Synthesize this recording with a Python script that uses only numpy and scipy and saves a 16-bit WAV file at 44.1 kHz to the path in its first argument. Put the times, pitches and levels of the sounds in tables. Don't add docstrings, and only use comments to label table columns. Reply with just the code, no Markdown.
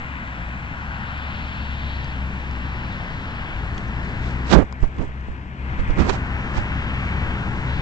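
import sys
import numpy as np
from scipy import signal
from scipy.fft import irfft, next_fast_len
from scipy.io import wavfile
from scipy.ndimage import uniform_filter1d, map_coordinates

SR = 44100
rng = np.random.default_rng(int(sys.argv[2]) if len(sys.argv) > 2 else 0)


def output_pcm(signal):
    pcm = np.clip(np.atleast_2d(signal).T, -1, 1) * 32767
    wavfile.write(sys.argv[1], SR, np.round(pcm).astype(np.int16))


def gain_from_db(level_db):
    decades = np.asarray(level_db, float) / 20
    return 10 ** decades


N = 344421
TIME = np.arange(N) / SR
SIZE = next_fast_len(N)
FREQ = np.maximum(np.arange(SIZE // 2 + 1) * SR / SIZE, 1)

# time_s, recorder_gain_db, right_port_lag_ms, right_treble_shade_db
GRIP = [
    (0, -0.57, 0.25, -2),
    (2.5, -1, 0.22, 0),
    (4.5, -0.1, 0.2, -1),
    (4.58, -11.5, 0.26, -14),
    (4.66, -7.5, 0.34, -22),
    (5.55, -8.5, 0.34, -9.5),
    (5.7, -1.4, 0.3, -19),
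    (5.97, -0.5, 0.36, -14),
    (6.17, 0.57, 0.19, 0.2),
    (7.81, 1.5, 0.19, 2.5),
]
# centre_s, half_length_s, rub_db, weight_db (heavier is darker)
RUBS = [(3.783, .004, -38, -1), (3.814, 0.025, -53, -6.5), (4.077, 0.036, -55, -9), (4.27, 0.052, -48, -10),
        (4.481, 0.024, -39.5, -5), (4.515, 0.017, -23, -3.5), (4.536, 0.014, -10.5, 3),
        (4.568, 0.024, -18.5, 12.5), (4.595, 0.011, -26.5, 12.5), (4.619, 0.014, -28, 13),
        (4.83, 0.0035, -36, 2), (4.842, 0.0093, -29.5, 8), (5.011, .035, -34, 9.5), (5.3, 0.021, -51.5, 11),
        (5.8, 0.013, -32.5, 7), (5.906, 0.013, -31, 7.5), (6.003, 0.023, -19.5, 6.5),
        (6.068, 0.027, -27.5, 4.5), (6.099, 0.01, -18, 0.5), (6.139, 0.027, -28, 1.5),
        (6.573, 0.028, -28.5, 1)]
# centre_s, width_ms, push_full_scale
PRESSES = [(4.548, 2, .7), (4.605, 5, .3), (4.623, 2, .45), (6.021, 3.5, .45), (5.992, 3, .55),
           (5.98, 5, -.25), (4.815, 9, -.1), (4.829, 2.2, -.85), (4.842, 8, .68), (4.995, 1.5, -.3),
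           (5.018, 9, .22), (5.078, 8, -.1), (5.287, 3, -.12), (5.305, 12, .1), (5.802, 6, .48),
           (5.891, 5, -.3), (5.908, 6, .55), (6.099, 7, .3), (6.581, 2.2, -.35), (6.588, 3.5, .3),
           (6.602, 6, .2)]
# centre_s, half_length_s, flap_hz, swing_full_scale
FLAPS = [
    (4.575, 0.017, 50.4, -0.99),
    (6.007, 0.019, 69.6, -0.36),
]
# start_s, peak_db, ring_hz, left_minus_right_db
TICKS = [(0.2748, -39, 3180, -4), (2.0448, -35, 4630, -5), (2.512, -40, 5160, -2),
         (2.5598, -44, 5200, -0.5), (2.9261, -38, 3620, -2), (3.7451, -49.5, 6860, -4),
         (3.7793, -41.5, 5600, 5.5), (3.8815, -44.5, 6120, 3.5), (4.0491, -46, 6900, -2.5),
         (4.1943, -50, 6500, -7), (4.2621, -43, 5200, 0), (4.3089, -43.5, 5560, -12.5),
         (4.7253, -40.5, 4960, 20), (4.828, -45.5, 5030, -11), (4.9846, -45.5, 3316, -15),
         (5.8933, -48.5, 3040, -14)]
# start_s, peak_db, ring_hz, left_minus_right_db
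KNOCKS = [(4.726, -30.5, 1040, 18), (5.093, -34, 640, -10), (5.285, -26, 340, 8), (5.975, -25.5, 1200, -11),
          (6.097, -24.5, 1900, -17), (4.832, -29.5, 560, -17.5), (3.7795, -28, 3300, -1),
          (3.781, -30, 1900, -1), (4.986, -43, 3300, -12), (4.585, -19, 510, -30.5)]
# start_s, peak_db, ring_hz, left_minus_right_db
DRIPS = [(2.866, -38, 2400, 1)]
# centre_hz, density_db_per_hz, share_ahead, share_all_round, right_port_db; rest from left
ROAD_COLOUR = [(25, -52, 0.99, 0.09, -6), (89.5, -50.5, 1, 0.05, -3), (250, -58, 0.84, 0.08, -3.5),
               (383, -75.5, 0.78, 0.25, -4), (595, -69.5, 0.77, 0.16, -3), (990, -65, 0.68, 0.38, -3),
               (1224, -68, 0.03, 0.4, -1.5), (1530, -63.5, 0.07, 0.05, -5.5), (2430, -69, 0.01, 0.09, -2.5),
               (2793, -73, 0, 0.21, -3.5), (3710, -84, 0.04, 0.1, -1), (5600, -94, 0, .45, -0.2),
               (7700, -99, 0, 0.6, 1), (9000, -113, 0.1, .7, -9)]
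# centre_s, half_length_s, centre_hz, swell_db
CARS = [(0, 0.39, 2700, 3), (1.05, .35, 1491, 4), (1.45, 0.49, 4367, 8.5), (2.0, 0.18, 4500, 6.5),
        (1.3, 0.36, 2700, -0.5), (2.95, 0.76, 4600, 4.5), (3.15, 0.49, 1100, 4), (3.5, .15, 2700, 2.5),
        (4.2, .3, 4600, 3), (5.1, .3, 3300, 1), (5.903, .2, 2730, 2.5), (6.907, 0.97, 1200, 3.5),
        (6.9, 0.28, 3250, 5.5), (7.3, 0.14, 3300, 3.5), (7.0, 0.43, 5545, 0.5), (7.8, 0.13, 4120, 5),
        (6.4, 0.22, 2945, 2.5), (6.45, 0.07, 6200, 1)]
BANDS_HZ = 20 * 2 ** np.r_[0:6:.55, 6:8.2:.22, 8.2:9.3:.4]
# time_s, firing_rate_hz, load_db
LORRY = [(0, 70.8, -34.5), (0.2, 66, -31.5), (0.38, 57.24, -31.5), (0.75, 68.87, -33), (1.5, 70.1, -30.5),
         (2.2, 65.86, -28), (2.75, 65, -30.5), (3.06, 52.1, -35), (3.45, 58, -41), (3.65, 57, -26.5),
         (3.82, 56.9, -34), (4, 59.88, -27), (4.48, 64.22, -25.5), (5.55, 64.93, -25.5),
         (5.95, 64.3, -28.5), (6.3, 64.4, -28.5), (7, 64.15, -28), (7.81, 63.17, -29.5)]
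# time_s, near_db
NEAR = [(0, -2.5), (1, -2), (2.6, 1), (3.3, 0.5), (3.8, 2), (5.6, 2), (6.1, 2), (7.81, 2.5)]
ORDERS_DB = [0, -12, -15.5, -24.5, -30.5]
ORDERS_PER_NEAR = [0, 1.8, 0, 1.6, 1.2]
# tone_hz, level_db
WHINE = [(7829, -83), (8171, -86)]


def finger():
    return np.array([.003, 1])[:, None] * (rub() + pump())


def rub():
    rumble_db, scrape_db, scrape_db_per_weight_db = 1.0, -7.5, 1
    rest_crackle_db, moving_crackle_db, linger_s = -70.5, -36.5, .07
    centre_s, half_s, rub_db, weight_db = np.transpose(RUBS)
    swell = np.array([np.exp(-np.abs((TIME - s) / half) ** 1.68 * 0.98) for s, half in zip(centre_s, half_s)])
    low = gain_from_db(rub_db + rumble_db + weight_db) @ swell
    middle = gain_from_db(rub_db) @ swell
    high = gain_from_db(rub_db + scrape_db - scrape_db_per_weight_db * weight_db) @ swell

    skin = low * band(188, 1.0)
    skin += middle * band(800, 0.89) * gain_from_db(1.9 * walk(200))
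    skin += high * band(2900, 0.82) * gain_from_db(1.5 * walk(300))

    moving = np.maximum(uniform_filter1d(high, int(linger_s * SR)), 0)
    grain_db = 4 * walk(350) + 1.5 * walk(30)
    crackle = gain_from_db(rest_crackle_db) + gain_from_db(moving_crackle_db) * np.sqrt(moving)
    return skin + crackle * gain_from_db(grain_db) * band(6000, 0.67)


def pump():
    pressure = np.zeros(N)
    for centre_s, width_ms, push in PRESSES:
        pressure += push * np.exp(-.5 * ((TIME - centre_s) * 1000 / width_ms) ** 2)
    for centre_s, half_s, flap_hz, swing in FLAPS:
        t = TIME - centre_s
        pressure += swing * np.exp(-(t / half_s) ** 4) * np.cos(2 * np.pi * flap_hz * t)
    vent = signal.butter(1, 12, "high", fs=SR, output="sos")
    return signal.sosfilt(vent, pressure)


def ticks(table, t60_s, ratios, crack_db=-7.5):
    out, t = np.zeros((2, N)), np.arange(1500) / SR
    decay = np.exp(-np.log(1000) * t / t60_s)
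    spits = np.diff(rng.standard_normal((len(table), len(t) + 1)))
    for (start_s, peak_db, ring_hz, pan_db), spit in zip(table, spits):
        overtone_hz = np.minimum(ring_hz * np.array(ratios), 8100)
        overtones = np.sin(2 * np.pi * overtone_hz[:, None] * t).sum(0)
        crack = gain_from_db(crack_db) * min(ring_hz / 4000, 1) * spit
        hit = (np.sin(2 * np.pi * ring_hz * t) + 0.31 * overtones + crack) * decay
        i = int(start_s * SR)
        out[:, i:i + len(t)] += gain_from_db(peak_db + np.array([[pan_db], [-pan_db]]) / 2) * hit
    return out


def road(gain_db, lag_ms, shade_db):
    rumble_top_hz = 425
    near_db = curves(NEAR)[0]
    colour_hz, *colour = np.transpose(ROAD_COLOUR)
    density_db, ahead, around, _ = (np.interp(np.log(FREQ), np.log(colour_hz), c) for c in colour)
    ahead, around = np.clip([ahead, around], 0, 1)
    left, right, late = np.zeros((3, N))
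    place = np.interp(np.log(FREQ), np.log(BANDS_HZ), np.arange(len(BANDS_HZ)))
    for k, hz in enumerate(BANDS_HZ):
        shape = gain_from_db(density_db) * np.cos(np.pi / 2 * np.clip(place - k, -1, 1))
        cars_db = car_swell_db(hz)
        rumble_db = near_db / (1 + (hz / rumble_top_hz) ** 2)
        gain = gain_from_db(gain_db + cars_db + rumble_db + 0.8 * walk(9))
        port_db = np.interp(np.log(hz), np.log(colour_hz), colour[3])
        port = gain * gain_from_db(port_db + shade_db * np.clip(np.log2(hz / 1900), 0, 1))

        far = gain_from_db(-.5 * cars_db)
        front = far * noise(shape * np.sqrt((1 - around) * ahead))
        side = noise(shape * np.sqrt((1 - around) * (1 - ahead)))
        left += gain * (front + side + far * noise(shape * np.sqrt(around)))
        right += port * (front + far * noise(shape * np.sqrt(around)))
        late += port * side
    lagged = np.arange(N) - lag_ms * SR / 1000
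    return np.array([left, right + map_coordinates(late, [lagged], order=3, mode="nearest")])


def car_swell_db(hz):
    low_octaves, top_octaves, edge_power = 0.65, 0.2, 4
    centre_s, half_s, centre_hz, swell_db = np.transpose(CARS)
    passing = np.exp(-np.abs((TIME - centre_s[:, None]) / half_s[:, None]) ** edge_power)
    octaves = np.where(hz > centre_hz, top_octaves, low_octaves)
    return (swell_db * np.exp(-.5 * (np.log2(hz / centre_hz) / octaves) ** 2)) @ passing


def lorry(gain_db):
    exhaust_db, exhaust_db_per_near_db = -48, 2.83
    firing_hz, load_db = curves(LORRY)
    near_db = curves(NEAR)[0]
    phase = 2 * np.pi * np.cumsum(firing_hz * (1 + .005 * walk(10))) / SR
    hum = np.zeros(N)
    for k, (order_db, rise) in enumerate(zip(ORDERS_DB, ORDERS_PER_NEAR)):
        waver_db = (1.5 + .6 * k) * walk(7)
        level_db = load_db + order_db + rise * near_db + waver_db
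        hum += gain_from_db(level_db) * np.sqrt(2) * np.sin((k + 1) * phase + k)
    roar_db = exhaust_db + exhaust_db_per_near_db * near_db + 0.88 * walk(14)
    hum += gain_from_db(roar_db) * band(340, 0.44)
    return hum * gain_from_db(gain_db + np.array([[0.1], [-3.6]]))


def whine(gain_db):
    tones = np.zeros(N)
    for tone_hz, level_db in WHINE:
        tones += gain_from_db(level_db + 6.5 + gain_db) * np.sin(2 * np.pi * tone_hz * TIME + .3 * walk(30))
    return tones


def curves(table):
    time_s, *columns = np.transpose(table)
    return [np.interp(TIME, time_s, c) for c in columns]


def noise(shape):
    used = np.flatnonzero(shape > shape.max() * 1e-5)
    lines = np.zeros(len(FREQ), complex)
    lines[used] = shape[used] * (rng.standard_normal((len(used), 2)) @ [1, 1j])
    return irfft(lines * np.sqrt(SIZE * SR / 4), SIZE)[:N]


def band(centre_hz, octaves):
    x = noise(np.exp(-.5 * (np.log2(FREQ / centre_hz) / octaves) ** 2))
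    return x / x.std()


def walk(rate_hz):
    k = int(SR / rate_hz)
    held = np.repeat(rng.standard_normal(N // k + 1), k)
    return 1.257 * uniform_filter1d(uniform_filter1d(held, k), k)[:N]


def scene():
    gain_db, lag_ms, shade_db = curves(GRIP)
    small = ticks(TICKS, t60_s=.008, ratios=(.8, 1.3))
    small += ticks(KNOCKS, t60_s=.0084, ratios=(1.35, 1.9))
    small += ticks(DRIPS, t60_s=.04, ratios=(.94, 1.05), crack_db=-30)
    traffic = road(gain_db, lag_ms, shade_db) + lorry(gain_db)
    return finger() + small + traffic + whine(gain_db)


def band_limit(x):
    return signal.sosfilt(signal.butter(12, 8670, fs=SR, output="sos"), x)


def record(dry):
    clipped = np.clip(dry, -.985, .985)
    low_pass = signal.cheby2(8, 30, 8900, fs=SR, output="sos")
    mix = signal.sosfilt(low_pass, clipped)
    return band_limit(mix)


dry = scene()
out = record(dry)
output_pcm(out)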